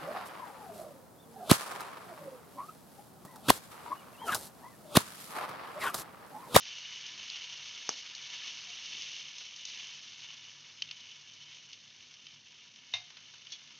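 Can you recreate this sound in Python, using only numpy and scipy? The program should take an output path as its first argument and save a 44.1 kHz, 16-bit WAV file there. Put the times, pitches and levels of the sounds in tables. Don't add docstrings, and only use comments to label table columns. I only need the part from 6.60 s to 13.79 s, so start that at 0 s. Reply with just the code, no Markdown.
import sys
import numpy as np
from scipy import signal
from scipy.fft import rfft, irfft
from scipy.io import wavfile

SR = 44100
rng = np.random.default_rng(int(sys.argv[2]) if len(sys.argv) > 2 else 0)


def store_pcm(level_fs):
    pcm = np.round(np.clip(level_fs, -1, 1) * 32767).astype(np.int16)
    wavfile.write(sys.argv[1], SR, np.atleast_2d(pcm).T)


N = 317079
TIME = np.arange(N) / SR

# time_s, level_db
STEADY_SIZZLE = [(0, -46.5), (1.2, -48), (2.0, -48), (2.9, -50), (3.45, -51), (4.05, -55.5), (4.7, -55.5),
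                 (5.9, -58.5), (7.19, -56.5)]


def from_db(db):
    return np.exp(np.asarray(db) * (np.log(10) / 20))


def rms_one(x):
    return x / np.sqrt(np.mean(x ** 2) + 1e-20)


def automation(rows):
    times, values = np.transpose(rows)
    return np.interp(TIME, times, values)


def add(out, start_s, sound):
    at = max(0, round(start_s * SR))
    out[at:at + len(sound)] += sound[:N - at]


def drift(rate_hz):
    step, settle = 40, 2000
    pole = np.exp(-2 * np.pi * rate_hz * step / SR)
    noise = rng.standard_normal(N // step + settle + 2)
    slow = signal.lfilter([1], [1, -2 * pole, pole * pole], noise)[settle:]
    return np.interp(np.arange(N) / step, np.arange(len(slow)), rms_one(slow))


def dying(t60_s):
    return np.exp(-np.log(1000) * TIME[:SR // 2] / t60_s)


def arch(start_s, length_s):
    return np.sin(np.pi * np.clip((TIME - start_s) / length_s, 0, 1))


def response(colour, peaks=(), tilt_db=0, size=4096):
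    hz = np.maximum(np.arange(size // 2 + 1) * SR / size, 1)
    points = np.array(colour)
    db = np.interp(np.log(hz), np.log(points[:, 0]), points[:, 1])
    db = db + tilt_db * np.log2(np.maximum(hz / 1000, 1))
    for centre_hz, width_hz, lift_db in peaks:
        db = db + lift_db / (1 + (2 * (hz - centre_hz) / width_hz) ** 2)
    cepstrum = irfft(np.log(from_db(db)))
    cepstrum[1:size // 2] *= 2
    cepstrum[size // 2 + 1:] = 0
    return irfft(np.exp(rfft(cepstrum)))


def through(x, impulse):
    return signal.oaconvolve(x, impulse)[:len(x)]


def high_cut(x, cutoff_hz=8113):
    return signal.sosfilt(signal.ellip(10, .1, 70, cutoff_hz, fs=SR, output="sos"), x)


def kitchen(clicks, hob_db, room_db, hob_t60_s=0.016, room_t60_s=0.2):
    tail_power = 0
    for t60_s, level_db in [(hob_t60_s, hob_db), (room_t60_s, room_db)]:
        decay = dying(t60_s) ** 2 * (TIME[:SR // 2] > .001)
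        tail_power = tail_power + from_db(level_db) ** 2 * decay / decay.sum()
    envelope = np.sqrt(np.abs(through(clicks ** 2, tail_power)))
    return clicks + envelope * rng.standard_normal(len(clicks))


def snap(colour, hob_db, room_db, tilt_db=0, peaks=()):
    click = high_cut(response(colour, peaks, tilt_db))
    room = kitchen(signal.unit_impulse(SR // 2), hob_db, room_db)
    return through(room, click / np.abs(click).max())


def bursts(per_s, spread_db, clump_db):
    bursting = rng.random(N) < per_s * from_db(clump_db * drift(18)) / SR
    sizes = from_db(spread_db * np.minimum(rng.exponential(1, N), 5))
    clicks = bursting * sizes * rng.choice([-1, 1], N)
    return rms_one(kitchen(clicks, hob_db=-2, room_db=-13))


def surges(rise_share=.42):
    # crest_s, length_s, lift_db, dry_shift_db
    swells = [(0.485, 0.31, 1, -0.5), (0.76, 0.24, 4, -1.5), (1.335, 0.26, 2.5, 1.5), (1.76, 0.22, 4, -2.5),
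              (1.872, 0.19, 4, -1), (2.397, 0.71, 4.5, 0.5), (3.095, 0.14, 1, 3), (3.19, 0.53, 5, -1.5),
              (3.698, 0.21, 4, -1.5), (4.302, 0.41, 4, -1.5), (4.503, 0.081, 3.5, -2),
              (4.917, 0.29, 4, 0.5), (6.696, 0.18, 1, 0)]
    swell_db, dry_db = 0, 0
    for crest_s, length_s, lift_db, dry_shift_db in swells:
        corners_s = [crest_s - rise_share * length_s, crest_s, crest_s + (1 - rise_share) * length_s]
        bump = np.sin(np.pi / 2 * np.interp(TIME, corners_s, [0, 1, 0])) ** 2
        swell_db = swell_db + lift_db * bump
        dry_db = dry_db + dry_shift_db * bump
    return swell_db, dry_db


def sizzle_levels():
    # time_s, level_db
    wet_bubbling = [(0, -57.5), (2.0, -57.5), (2.8, -63.5), (3.6, -61.5), (4.1, -64), (5.9, -68.5),
                    (7.19, -65)]
    steady_db = automation(STEADY_SIZZLE)
    swell_db, dry_db = surges()
    swell_db = swell_db + .5 * drift(rate_hz=5)
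    crackle_db = steady_db - 0.44 + swell_db
    fizz_db = steady_db + 0.68 + 0.87 * swell_db + dry_db
    wet_db = automation(wet_bubbling) + 0.25 * swell_db - dry_db
    return crackle_db, fizz_db, wet_db


def round_bubbles(low_hz=2790, high_hz=3090, t60_s=0.035, wander_db=2.0, sizes=4):
    out, size_of_click = 0, rng.integers(0, sizes, N)
    clicks = bursts(per_s=1200, spread_db=3.5, clump_db=0.5)
    for size, pitch_hz in enumerate(np.geomspace(low_hz, high_hz, sizes)):
        ring = np.cos(2 * np.pi * pitch_hz * TIME[:SR // 2]) * dying(t60_s)
        out = out + from_db(wander_db * drift(2.0)) * through(clicks * (size_of_click == size), ring)
    return rms_one(out)


def sizzle():
    # frequency_hz, level_db
    crackle_colour = [(1200, -37), (1900, -11.5), (2400, -5), (2750, -0.5), (3000, 1), (3330, -3),
                      (3900, -5.5), (4600, -19), (6500, -21)]
    fizz_colour = [(2800, -22.5), (3700, -1.5), (4400, -0.5), (4750, -4), (5300, -1.5), (6300, -1),
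                   (8000, -0.5)]
    wet_colour = [(120, -18.5), (300, -15), (600, -12.5), (900, -7.5), (1200, -1.5), (1800, 0.5), (2300, 5),
                  (3200, -15.5)]
    # centre_hz, width_hz, lift_db
    pan_resonances = [(967, 41, 8.5), (1730, 64, 7), (2220, 94, 5.5), (3060, 180, 2.5), (3545, 260, 5.5),
                      (5940, 270, 0.5)]
    crackle_db, fizz_db, wet_db = sizzle_levels()
    sharp = bursts(per_s=1500, spread_db=3.5, clump_db=2.0)

    def bubbles(colour, per_s, spread_db, clump_db, sharp_share):
        clicks = bursts(per_s, spread_db, clump_db) + sharp_share * sharp
        return rms_one(high_cut(through(clicks, response(colour, pan_resonances))))

    crackle = bubbles(crackle_colour, per_s=1800, spread_db=4.0, clump_db=4.0, sharp_share=1.54)
    ringing_db = -5 + .35 * (crackle_db - crackle_db.max())
    ringing = from_db(ringing_db) * round_bubbles()
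    fizz = bubbles(fizz_colour, per_s=7000, spread_db=4.0, clump_db=2.0, sharp_share=0.71)
    wet = bubbles(wet_colour, per_s=3000, spread_db=3.5, clump_db=2.5, sharp_share=0.64)
    return from_db(crackle_db) * (crackle + ringing) + from_db(fizz_db) * fizz + from_db(wet_db) * wet


def stove():
    # frequency_hz, level_db
    rush_colour = [(25, -10.5), (85, 4), (130, -1), (200, 2.5), (400, -3.5), (800, -8.5), (2000, -15.5),
                   (6000, -31)]
    # pitch_hz, rms_db
    hum_tones = [(107, -81.5), (146, -77), (205, -85.5), (244, -84.5)]
    out = from_db(-74.5) * rms_one(through(rng.standard_normal(N), response(rush_colour)))
    for pitch_hz, rms_db in hum_tones:
        phase = 2 * np.pi * pitch_hz * TIME
        wavering = (1.2 + drift(7.6)) * np.sin(phase) + drift(7.9) * np.cos(phase)
        out += from_db(rms_db) * rms_one(wavering)
    return out


def pop(level_db, tilt_db):
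    # frequency_hz, level_db
    colour = [(300, -39), (1000, -32), (1900, -19.5), (2400, -8), (3000, 1.5), (3350, -8), (4500, -8),
              (6400, -11.5), (8000, -14)]
    # centre_hz, width_hz, lift_db
    resonance = [(3130, 71, 5.5)]
    ring = [(centre_hz, width_hz, lift_db - 0.6 * tilt_db) for centre_hz, width_hz, lift_db in resonance]
    return from_db(level_db) * snap(colour, hob_db=1.0, room_db=-10, tilt_db=tilt_db, peaks=ring)


def small_pops(per_s=2.0, above_sizzle_db=11.5, spread_db=3):
    out, steady_db = np.zeros(N), automation(STEADY_SIZZLE)
    for at in np.flatnonzero(rng.random(N) < per_s / SR):
        level_db = steady_db[at] + above_sizzle_db + spread_db * rng.standard_normal()
        add(out, at / SR, pop(level_db, tilt_db=rng.normal(1.5, 3.5)))
    return out


def large_pops():
    # start_s, level_db, treble_tilt_db_per_octave
    cues = [(0.4401, -37, -8), (0.4654, -32, 7), (0.7002, -23, 5.5), (1.5501, -27, 8), (2.33, -30, -2),
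            (2.4208, -25, 6), (2.783, -28, 7.5), (2.9622, -29, 9.5), (3.0527, -23, 8.5),
            (4.2213, -18, -0.5), (4.3114, -25, -3.5), (5.131, -30.5, 2.5), (5.54, -38, 7),
            (5.6679, -33, -2.5), (6.8692, -36, 1.5), (6.9206, -28.5, 11.5)]
    out = np.zeros(N)
    for start_s, level_db, tilt_db in cues:
        add(out, start_s, pop(level_db, tilt_db))
    return out


def squelches():
    # start_s, length_s, level_db
    strokes = [(0.498, .16, -68), (2.24, 0.21, -69)]
    # frequency_hz, level_db
    colour = [(100, -17), (210, 1), (420, -5.5), (900, -20.5), (3000, -42)]
    smacks = rms_one(through(bursts(per_s=400, spread_db=2.0, clump_db=0.5), response(colour)))
    envelope = sum(from_db(level_db) * arch(start_s, length_s) for start_s, length_s, level_db in strokes)
    return smacks * envelope


def fat_spit():
    # start_s, level_db
    cues = [(1.2916, -10.5)]
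    # frequency_hz, level_db
    colour = [(60, -21), (250, -8.5), (600, -6.5), (1200, -5.5), (1900, -13), (3000, -15), (4200, -19),
              (5100, -5), (5700, -0.5), (6400, 0), (8000, -6)]
    out = np.zeros(N)
    for start_s, level_db in cues:
        add(out, start_s, from_db(level_db) * snap(colour, hob_db=-9.5, room_db=-11))
    return out


def soft_tone(start_s=2.06, length_s=.075, pitch_hz=710, peak_db=-64):
    return from_db(peak_db) * arch(start_s, length_s) * np.sin(2 * np.pi * pitch_hz * TIME)


def utensil_taps():
    # start_s, level_db
    cues = [(2.809, -38), (4.913, -42.5), (6.503, -40), (6.569, -39), (6.738, -40)]
    # frequency_hz, level_db
    colour = [(300, -17), (700, -14), (1000, -5.5), (1600, -4), (2800, -1), (4000, 0), (7000, -10)]
    out = np.zeros(N)
    for start_s, level_db in cues:
        add(out, start_s, from_db(level_db) * snap(colour, hob_db=3, room_db=6))
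    return out


def bowl():
    # start_s, strength_db
    knocks = [(6.3358, -44.5), (6.3382, -26.5)]
    # pitch_hz, level_db, t60_s
    modes = [(105, -31, 0.33), (657, -27.5, 0.2), (718, -22, 0.27), (820, -34, .13), (1025, -19.5, 0.14),
             (1670, -24, 0.13), (2107, -13, 0.21), (2590, -17, .09), (2690, -9.5, .1), (2770, -15, 0.13),
             (3654, 0, 0.077), (3680, -10, 0.22), (3741, -14.5, 0.27), (4030, -18, 0.19),
             (4430, -23.5, 0.12), (5700, -19, 0.12)]
    # frequency_hz, level_db
    contact_colour = [(100, -43), (450, -34), (700, 7), (1050, 2), (1400, -4), (2700, 11.5), (4200, 7),
                      (5000, 4), (6400, 3.5), (8000, -9)]
    out, t = np.zeros(N), TIME[:SR // 2]
    ring = sum(from_db(level_db) * np.cos(2 * np.pi * pitch_hz * t) * dying(t60_s)
               for pitch_hz, level_db, t60_s in modes)
    for start_s, strength_db in knocks:
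        rattle = snap(contact_colour, hob_db=1.0, room_db=11.5)
        add(out, start_s, from_db(strength_db) * (ring + rattle))
    return out


def steam_spurts(whistle_hz=3400, whistle_t60_s=0.079, release_t60_s=0.098):
    # start_s, level_db, hold_s, whistle_share
    cues = [(6.901, -51, 0.0079, .1), (6.921, -46.5, 0.025, 0.88)]
    # frequency_hz, level_db
    hiss_colour = [(1000, -35), (2300, -6), (4400, 6), (4900, -6), (5700, 2), (8000, -4)]
    out, t = np.zeros(N), TIME[:SR // 2]
    sputter = bursts(per_s=4000, spread_db=3.5, clump_db=3.0)
    hiss = rms_one(high_cut(through(sputter, response(hiss_colour))))
    whistle = rms_one(through(sputter, np.sin(2 * np.pi * whistle_hz * t) * dying(whistle_t60_s)))
    for start_s, level_db, hold_s, whistle_share in cues:
        envelope = np.zeros(N)
        add(envelope, start_s, from_db(level_db) * np.interp(t - hold_s, t, dying(release_t60_s)))
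        out += envelope * (hiss + whistle_share * whistle)
    return out


def scene():
    mono = (sizzle() + large_pops() + fat_spit() + utensil_taps() + bowl() + steam_spurts()
            + soft_tone() + stove() + small_pops() + squelches())
    return np.array([mono, mono])


def record(dry):
    # frequency_hz, gain_db
    microphone_colour = [(40, -19), (66, -11.5), (88, -0.5), (6300, 0), (6750, -9.5), (7050, -21.5),
                         (7500, -25.5), (7900, -42)]
    return np.array([high_cut(through(channel, response(microphone_colour))) for channel in dry])


dry = scene()
out = record(dry)
store_pcm(out)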